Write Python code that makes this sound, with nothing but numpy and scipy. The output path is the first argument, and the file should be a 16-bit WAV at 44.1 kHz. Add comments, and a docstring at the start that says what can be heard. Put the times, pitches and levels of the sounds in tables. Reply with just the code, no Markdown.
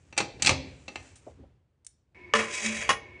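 """In a small kitchen, over a low rumble, a steel portafilter clanks into the group head of an espresso
machine and is twisted tight against its gasket. The impacts excite the steel's modes and shake the frame.
Then, with the boiler singing faintly in narrow resonances, a china cup knocks onto the wire drip tray,
scrapes across it by stick-slip friction and is set down. Reflections and a diffuse tail follow the blows."""
import sys
import numpy as np
from scipy import signal
from scipy.fft import rfft, irfft
from scipy.io import wavfile

SR = 44100
rng = np.random.default_rng(int(sys.argv[2]) if len(sys.argv) > 2 else 0)


def generate_wav(sig):
    """Save sig (samples, or channels by samples) to the path in sys.argv[1] as 16-bit PCM at SR."""
    pcm = np.round(np.clip(np.atleast_2d(sig).T, -1, 1) * 32767).astype(np.int16)
    wavfile.write(sys.argv[1], SR, pcm)


N = 141120
TIME = np.arange(N) / SR
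FREQS = np.maximum(np.fft.rfftfreq(N, 1 / SR), 1)


def from_db(db):
    """Amplitude ratio: tenfold for every 20 dB."""
    return 10 ** (np.asarray(db) / 20)


def rms_one(x):
    """Normalisation to unit rms."""
    return x / np.sqrt(np.mean(x ** 2) + 1e-20)


def level(rows, column=1):
    """Amplitude envelope, interpolated in decibels over time."""
    rows = np.array(rows)
    return from_db(np.interp(TIME, rows[:, 0], rows[:, column]))


def at_hz(points, hz=FREQS):
    """Interpolation on a logarithmic frequency axis."""
    points = np.array(points)
    return np.interp(np.log(hz), np.log(points[:, 0]), points[:, 1])


def uneven(along, spacing):
    """Random fluctuation of spread about 1, with a new value at every spacing."""
    knots = rng.standard_normal(4000)
    return np.interp(along / spacing, np.arange(len(knots)), knots) * np.sqrt(1.5)


def coloured(db, source=None):
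    """Spectral shaping of white noise, or of a given source, to unit rms."""
    source = rng.standard_normal(N) if source is None else source
    return rms_one(irfft(rfft(source) * from_db(db), N))


def decay(start, t60, rise):
    """Damping: after its rise, the envelope falls 60 dB in t60 seconds."""
    age = np.maximum(TIME - start, 0)
    return (1 - np.exp(-age / rise)) * np.exp(-np.minimum(np.log(1000) * age / t60, 50))


def ring(x, hz, t60):
    """Damped oscillator: a unit impulse starts a decaying sine of amplitude 1."""
    radius = np.exp(-np.log(1000) / (t60 * SR))
    angle = 2 * np.pi * hz / SR
    return signal.lfilter([0, np.sin(angle)], [1, -2 * radius * np.cos(angle), radius ** 2], x + 1e-18)


def clatter(blows, colour_db, pivot_hz):
    """Modal overlap: each blow is a burst of decaying noise with its own level, brightness and length."""
    octaves = np.log2(np.maximum(FREQS, 200) / pivot_hz)
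    return sum(from_db(db) * coloured(colour_db + tilt * octaves) * decay(start, t60, rise=.0006)
               for start, db, tilt, t60, *_ in blows)


def slips(per_s=6000, spread_db=2.5):
    """Stick-slip friction: a random train of tiny impulses of uneven size."""
    sizes = from_db(spread_db * np.minimum(rng.exponential(1, N), 4)) * rng.choice([-1, 1], N)
    return sizes * (rng.random(N) < per_s / SR)


# Envelope of the rumble (time [s], level [dB])
RUMBLE_LEVEL = [(0, -60.5), (.4, -48), (.7, -49), (.9, -62.5), (1.2, -58.5), (1.42, -53.5), (1.65, -69.5),
                (2.1, -69.5), (2.2, -58), (2.55, -63), (2.68, -54), (2.85, -50), (3.2, -59)]
# Its spectrum (frequency [Hz], relative level [dB])
RUMBLE_SPECTRUM = [(30, -17), (50, -5.5), (75, 3.5), (120, -2.5), (200, -14), (400, -19), (1000, -30),
                   (3000, -38), (10000, -53.5)]
def background(hiss_db=-99):
    """Ambient noise: a low rumble swells and fades over faint white hiss."""
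    rumble = level(RUMBLE_LEVEL) * coloured(at_hz(RUMBLE_SPECTRUM))
    return rumble + from_db(hiss_db) * rng.standard_normal(N)


# Control points of the decay curve, read at octave centres (frequency [Hz], T60 [s])
ROOM_T60 = [(80, 0.424), (400, 0.9649), (1200, -0.0561), (3000, 0.7643), (9000, 0.0473)]
# Spectra of the early reflections and of the tail (frequency [Hz], gain [dB])
EARLY_SPECTRUM = [(200, -10), (450, -9), (1000, -1.5), (2500, -2.5), (5000, -3.5), (9500, -4)]
TAIL_SPECTRUM = [(60, -1), (300, 0.5), (400, 4), (750, 3.5), (1400, 6), (2100, -3), (2650, -9.5),
                 (3300, -3), (5000, -0.5), (9500, -5.5)]
def kitchen(direct, early_db, tail_db, rise_s=.008):
    """Reverberation: close reflections from machine and wall, and a tail dying octave by octave."""
    white, tail = rfft(rng.standard_normal(N)), 0
    for hz in 80 * 2.0 ** np.arange(8):
        band = np.clip(1 - np.abs(np.log2(FREQS / hz)), 0, 1)
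        tail = tail + irfft(white * band, N) * decay(0, at_hz(ROOM_T60, hz), rise_s)
    early = rng.standard_normal(N) * decay(0, t60=.17, rise=rise_s)
    transfer = rfft(rms_one(early)) * from_db(early_db + at_hz(EARLY_SPECTRUM))
    transfer += rfft(rms_one(tail)) * from_db(tail_db + at_hz(TAIL_SPECTRUM))
    response = irfft(transfer, N)[:N // 2] / np.sqrt(N)
    return direct + signal.fftconvolve(direct, response)[:N]


# Resonances of the machine (frequency [Hz], bandwidth [Hz], level [dB])
SINGING_MODES = [(355.5, 18, -59), (995.6, 30, -65), (1795, 50, -68), (2212.9, 17, -52.5),
                 (2537, 60, -65.5)]
# Spectrum of the simmer (frequency [Hz], relative level [dB])
SIMMER_SPECTRUM = [(40, -29.5), (120, -6.5), (330, -5.5), (600, -10), (1400, -25), (2200, -11), (3000, -24),
                   (5500, -30.5), (9500, -45), (13000, -62.5)]
def boiler(start_s=2.147, simmer_db=-60.5):
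    """Noise-driven resonance: a faint simmer sings in a few narrow bands."""
    song = sum(from_db(db) * rms_one(ring(rng.standard_normal(N), hz, np.log(1000) / (np.pi * width)))
               for hz, width, db in SINGING_MODES)
    simmer = from_db(simmer_db) * coloured(at_hz(SIMMER_SPECTRUM))
    return (song + simmer) * (TIME > start_s)


# Envelope of the rubbing (time [s], level [dB])
TWIST_LEVEL = [(0, -71.5), (.9, -65), (.98, -60), (1.08, -57.5), (1.17, -69), (1.3, -67), (1.5, -99),
               (2.14, -100)]
# Its spectrum (frequency [Hz], relative level [dB])
GASKET_SPECTRUM = [(300, 0.5), (1000, -2.5), (2400, 0.5), (4000, -8), (7500, -1.5), (9500, -11.5),
                   (13000, -50.5)]
def gasket():
    """Stick-slip friction: the gasket rubs as the handle turns."""
    return level(TWIST_LEVEL) * coloured(at_hz(GASKET_SPECTRUM), slips())


# Light contacts (time [s], level [dB], tilt [dB/octave], T60 [s])
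HANDLE_TICKS = [(1.156, -51.5, -3.5, .13), (1.847, -50, -1, 0.026), (1.8655, -34.5, 1.5, 0.0241)]
# Their spectrum (frequency [Hz], relative level [dB])
TICK_SPECTRUM = [(300, -38), (1100, -20.5), (2500, -10.5), (4800, -10), (6000, -2), (6900, -2.5), (7700, 1),
                 (9000, 1), (10000, -8), (13000, -52.5)]
def handle():
    """Impact transients: light, bright ticks as the hand eases off the handle."""
    return clatter(HANDLE_TICKS, at_hz(TICK_SPECTRUM), pivot_hz=6000)


# Thuds in the housing (time [s], level [dB], centre frequency [Hz], rise [s], T60 [s])
FRAME_THUDS = [(.213, -28, 240.9, .01, 0.14), (0.201, -37.5, 94.7, 0.014, 0.335),
               (0.421, -34.5, 128.4, 0.013, 0.75), (.492, -23, 90.4, 0.0204, 0.3),
               (.505, -28.5, 400, 0.011, .16), (.885, -45.5, 282, 0.015, 0.243),
               (.962, -44, 84.5, 0.0129, 0.416), (1.266, -37.5, 480.2, 0.00288, 0.13),
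               (1.37, -42, 259, .03, 0.243), (1.41, -45.5, 85, .015, 0.17),
               (1.432, -48, 477, 0.0038, 0.089)]
def frame(width_octaves=.6, skirt_db=18):
    """Damped structural vibration: the shaken housing thuds in broad, low bands of noise."""
    out = 0
    for start, db, hz, rise, t60 in FRAME_THUDS:
        detuning = np.sqrt(1 + (np.log2(FREQS / hz) / width_octaves) ** 2)
        out = out + from_db(db) * coloured(-skirt_db * detuning) * decay(start, t60, rise)
    return out


# Modes of cup and tray, weighted by the point of contact
# (frequency [Hz], T60 [s], landing level [dB], relative sliding level [dB], settling level [dB])
TRAY_MODES = [(449.7, 0.333, -22.5, -52, -38), (590.27, 0.171, -24, -48, -35.5), (819, .2, -42, -57, -30.5),
              (1018.1, .25, -28, -50, -47), (1077, 0.0985, -34.5, -60, -14.5),
              (1164.2, 0.123, -19.5, -57.5, -27.5), (1301.2, .12, -23, -56, -30.5),
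              (1657, .16, -27.5, -53, -56), (1760.4, 0.17, -19.5, -48.5, -39),
              (1845.4, 0.145, -26, -54.5, -20), (2283, 0.34, -34, -40, -38.5),
              (2517, 0.13, -32.5, -41.5, -28.5), (2890, .2, -28.5, -55, -30.5),
              (4650, .11, -41, -54.5, -32), (6050, .15, -43, -52.5, -37.5), (6325, .18, -37.5, -57, -41),
              (6773, .1, -50.5, -54, -30.5), (9740, 0.155, -44.5, -58.5, -35.5)]
def tray_modes(friction, land_s=2.3372, settle_s=2.8925):
    """Free and forced vibration: the modes ring after two impacts and are driven by slips between."""
    rubbing = slips() * friction
    mean_effort = np.sqrt(np.mean(friction ** 2)) / level(SLIDE_LEVEL).max()
    out = 0
    for k, (hz, t60, land_db, slide_db, settle_db) in enumerate(TRAY_MODES):
        impulses = np.zeros(N)
        impulses[[int(land_s * SR), int(settle_s * SR)]] = from_db([land_db, settle_db])
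        struck = (-1) ** k * ring(impulses, hz, t60)
        rubbed = from_db(slide_db) * mean_effort * rms_one(ring(rubbing, hz, t60))
        out = out + struck + rubbed
    return out


# Envelope of the judder (time [s], level [dB])
JUDDER_LEVEL = [(2.336, -48.5), (2.355, -31.5), (2.4, -30), (2.48, -55.5), (2.59, -56), (2.635, -42.5),
                (2.665, -29), (2.705, -29.5), (2.77, -41.5), (2.86, -56.5), (2.95, -100)]
def tray_judder(hz=219.19):
    """Fundamental mode: the tray judders as the cup lands and again at full sliding speed."""
    return level(JUDDER_LEVEL) * np.sin(2 * np.pi * hz * TIME) * (TIME > JUDDER_LEVEL[0][0])


# Impacts of cup on tray (time [s], level [dB], tilt [dB/octave], T60 [s])
CUP_KNOCKS = [(2.3368, -12.5, -1, 0.0242), (2.35, -21, -0.5, 0.091), (2.359, -22, -0.5, 0.105),
              (2.389, -25.5, -3, 0.288), (2.891, -18.5, 2, .07), (2.903, -18, -1.5, 0.0913),
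              (2.928, -29, 1, 0.0523)]
# Envelopes of the slide (time [s], friction level [dB], grit level [dB])
SLIDE_LEVEL = [(2.33, -130, -130), (2.35, -43, -41.5), (2.4, -39.5, -40.5), (2.48, -46, -52),
               (2.51, -42, -44.5), (2.555, -41.5, -36), (2.59, -39, -39.5), (2.66, -34.5, -33),
               (2.71, -39.5, -42.5), (2.81, -36.5, -40.5), (2.88, -41.5, -55), (2.94, -48.5, -67.5),
               (3.02, -81.5, -100)]
# Spectra of the knocks, the scrape and its treble grit (frequency [Hz], relative level [dB])
CHINA_SPECTRUM = [(30, -31), (70, -14), (280, -13.5), (560, -1.5), (880, -10), (1200, 2), (1550, -5.5),
                  (1900, 0), (2900, -4.5), (3400, -14), (4100, -16), (4800, -10.5), (6400, -14),
                  (9500, -23.5), (13000, -57)]
SCRAPE_SPECTRUM = [(30, -27.5), (100, -8), (290, -19), (600, -1.5), (880, -12), (1100, -7.5), (1450, -8),
                   (1800, 2), (2450, 7.5), (2900, -4.5), (4200, -21), (10000, -35)]
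GRIT_SPECTRUM = [(1000, -19.5), (3200, -6), (3900, -2.5), (4300, -10), (4750, 0.5), (5300, -2), (6100, 2.5),
                 (8000, -1), (9500, -8.5), (13000, -54)]
def cup(ripple_db=3.5, ripple_spacing_hz=110, catch_db=2.5, catches_per_s=140):
    """Impact and sliding friction: the cup lands, catches unevenly on the wires and settles."""
    # The grille's many close resonances ripple the spectrum.
    wires_db = ripple_db * uneven(FREQS, ripple_spacing_hz) * np.clip(FREQS / 3000, 0, 1)
    catching = from_db(catch_db * uneven(TIME, 1 / catches_per_s))
    friction = level(SLIDE_LEVEL) * catching
    ringing = tray_modes(friction)
    knocks = clatter(CUP_KNOCKS, at_hz(CHINA_SPECTRUM) + wires_db, pivot_hz=1500)
    scrape = friction * coloured(at_hz(SCRAPE_SPECTRUM) + wires_db, slips())
    grit = level(SLIDE_LEVEL, column=2) * catching * coloured(at_hz(GRIT_SPECTRUM) + wires_db, slips())
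    return knocks + ringing + scrape + grit + tray_judder()


# Steel clanks, with a faint rush of noise leading into the first loud one
# (time [s], level [dB], tilt [dB/octave], T60 [s], modal gain [dB])
CLANKS = [(0.1263, -39.5, -4, 0.0363, 2.5), (.166, -43, -2.5, 0.29, -3.5), (.177, -14, 1.5, 0.0328, -1.5),
          (.183, -21.5, -1, 0.058, -0.5), (.2025, -21.5, -3.5, 0.0614, -2), (.396, -47, -4.5, 0.24, -5),
          (.422, -15, 4.5, 0.0379, -6), (.447, -19, 2, 0.032, 0), (.4605, -16, 2, 0.052, -6),
          (.4697, -11, 1, 0.0435, 2), (.477, -19, -1.5, .035, -0.5), (.4922, -13, -1.5, 0.045, -6.5),
          (.507, -23, -3, .08, -4.5), (.8805, -34, -3.5, 0.0494, 5), (.957, -29, -2.5, 0.0295, 2)]
# Spectrum of the dense ringing (frequency [Hz], relative level [dB])
STEEL_SPECTRUM = [(30, -35.5), (100, -13), (400, -3.5), (850, -2), (1500, -4), (2500, 3), (3300, -4),
                  (4300, 1), (5200, -6), (6100, -3), (8300, -6.5), (10000, -23.5), (13000, -51)]
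# Modes of portafilter and group head (frequency [Hz], relative level [dB], T60 [s])
STEEL_MODES = [(267.26, -24, .24), (375.4, -29.5, 0.26), (591.6, -33, .4), (817.85, -22, 0.15),
               (853, -35, 0.69), (1251.1, -22.5, 0.19), (1757.4, -27.5, 0.14), (1860.6, -31, .3),
               (2089, -23, .12), (2339, -15, .08), (2507, -21.5, .13), (2656, -7.5, 0.077),
               (3959.3, -20, 0.07), (4370, -22, .09), (5855, -23.5, 0.14)]
def portafilter(spread_db=2):
    """Modal superposition: lugs hit the group head, each blow exciting each mode by its own amount."""
    starts, blow_db, _, _, ring_db = np.transpose(CLANKS)
    out = clatter(CLANKS, at_hz(STEEL_SPECTRUM), pivot_hz=2500)
    scatter_db = spread_db * rng.standard_normal((len(starts), len(STEEL_MODES)))
    for k, (hz, mode_db, t60) in enumerate(STEEL_MODES):
        impulses = np.zeros(N)
        impulses[(starts * SR).astype(int)] = from_db(blow_db + ring_db + mode_db + scatter_db[:, k])
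        out = out + (-1) ** k * ring(impulses, hz, t60)
    return out


def scene():
    """Superposition: portafilter, then cup, add to the kitchen's rumble in one channel."""
    mix = gasket() + background()
    mix += kitchen(handle(), early_db=-11, tail_db=-18.5)
    mix += kitchen(portafilter(), early_db=-8, tail_db=-16) + frame()
    mix += kitchen(cup(), early_db=-10.5, tail_db=-23) + boiler()
    return mix[None]


def record(dry, low_cut_hz=42, high_cut_hz=10000):
    """Band limiting: the microphone loses the deepest bass, and the top is cut steeply."""
    highpass = signal.butter(2, low_cut_hz, "high", fs=SR, output="sos")
    lowpass = signal.ellip(10, .2, 70, high_cut_hz, fs=SR, output="sos")
    return signal.sosfilt(lowpass, signal.sosfilt(highpass, dry))


dry = scene()
out = record(dry)
generate_wav(out)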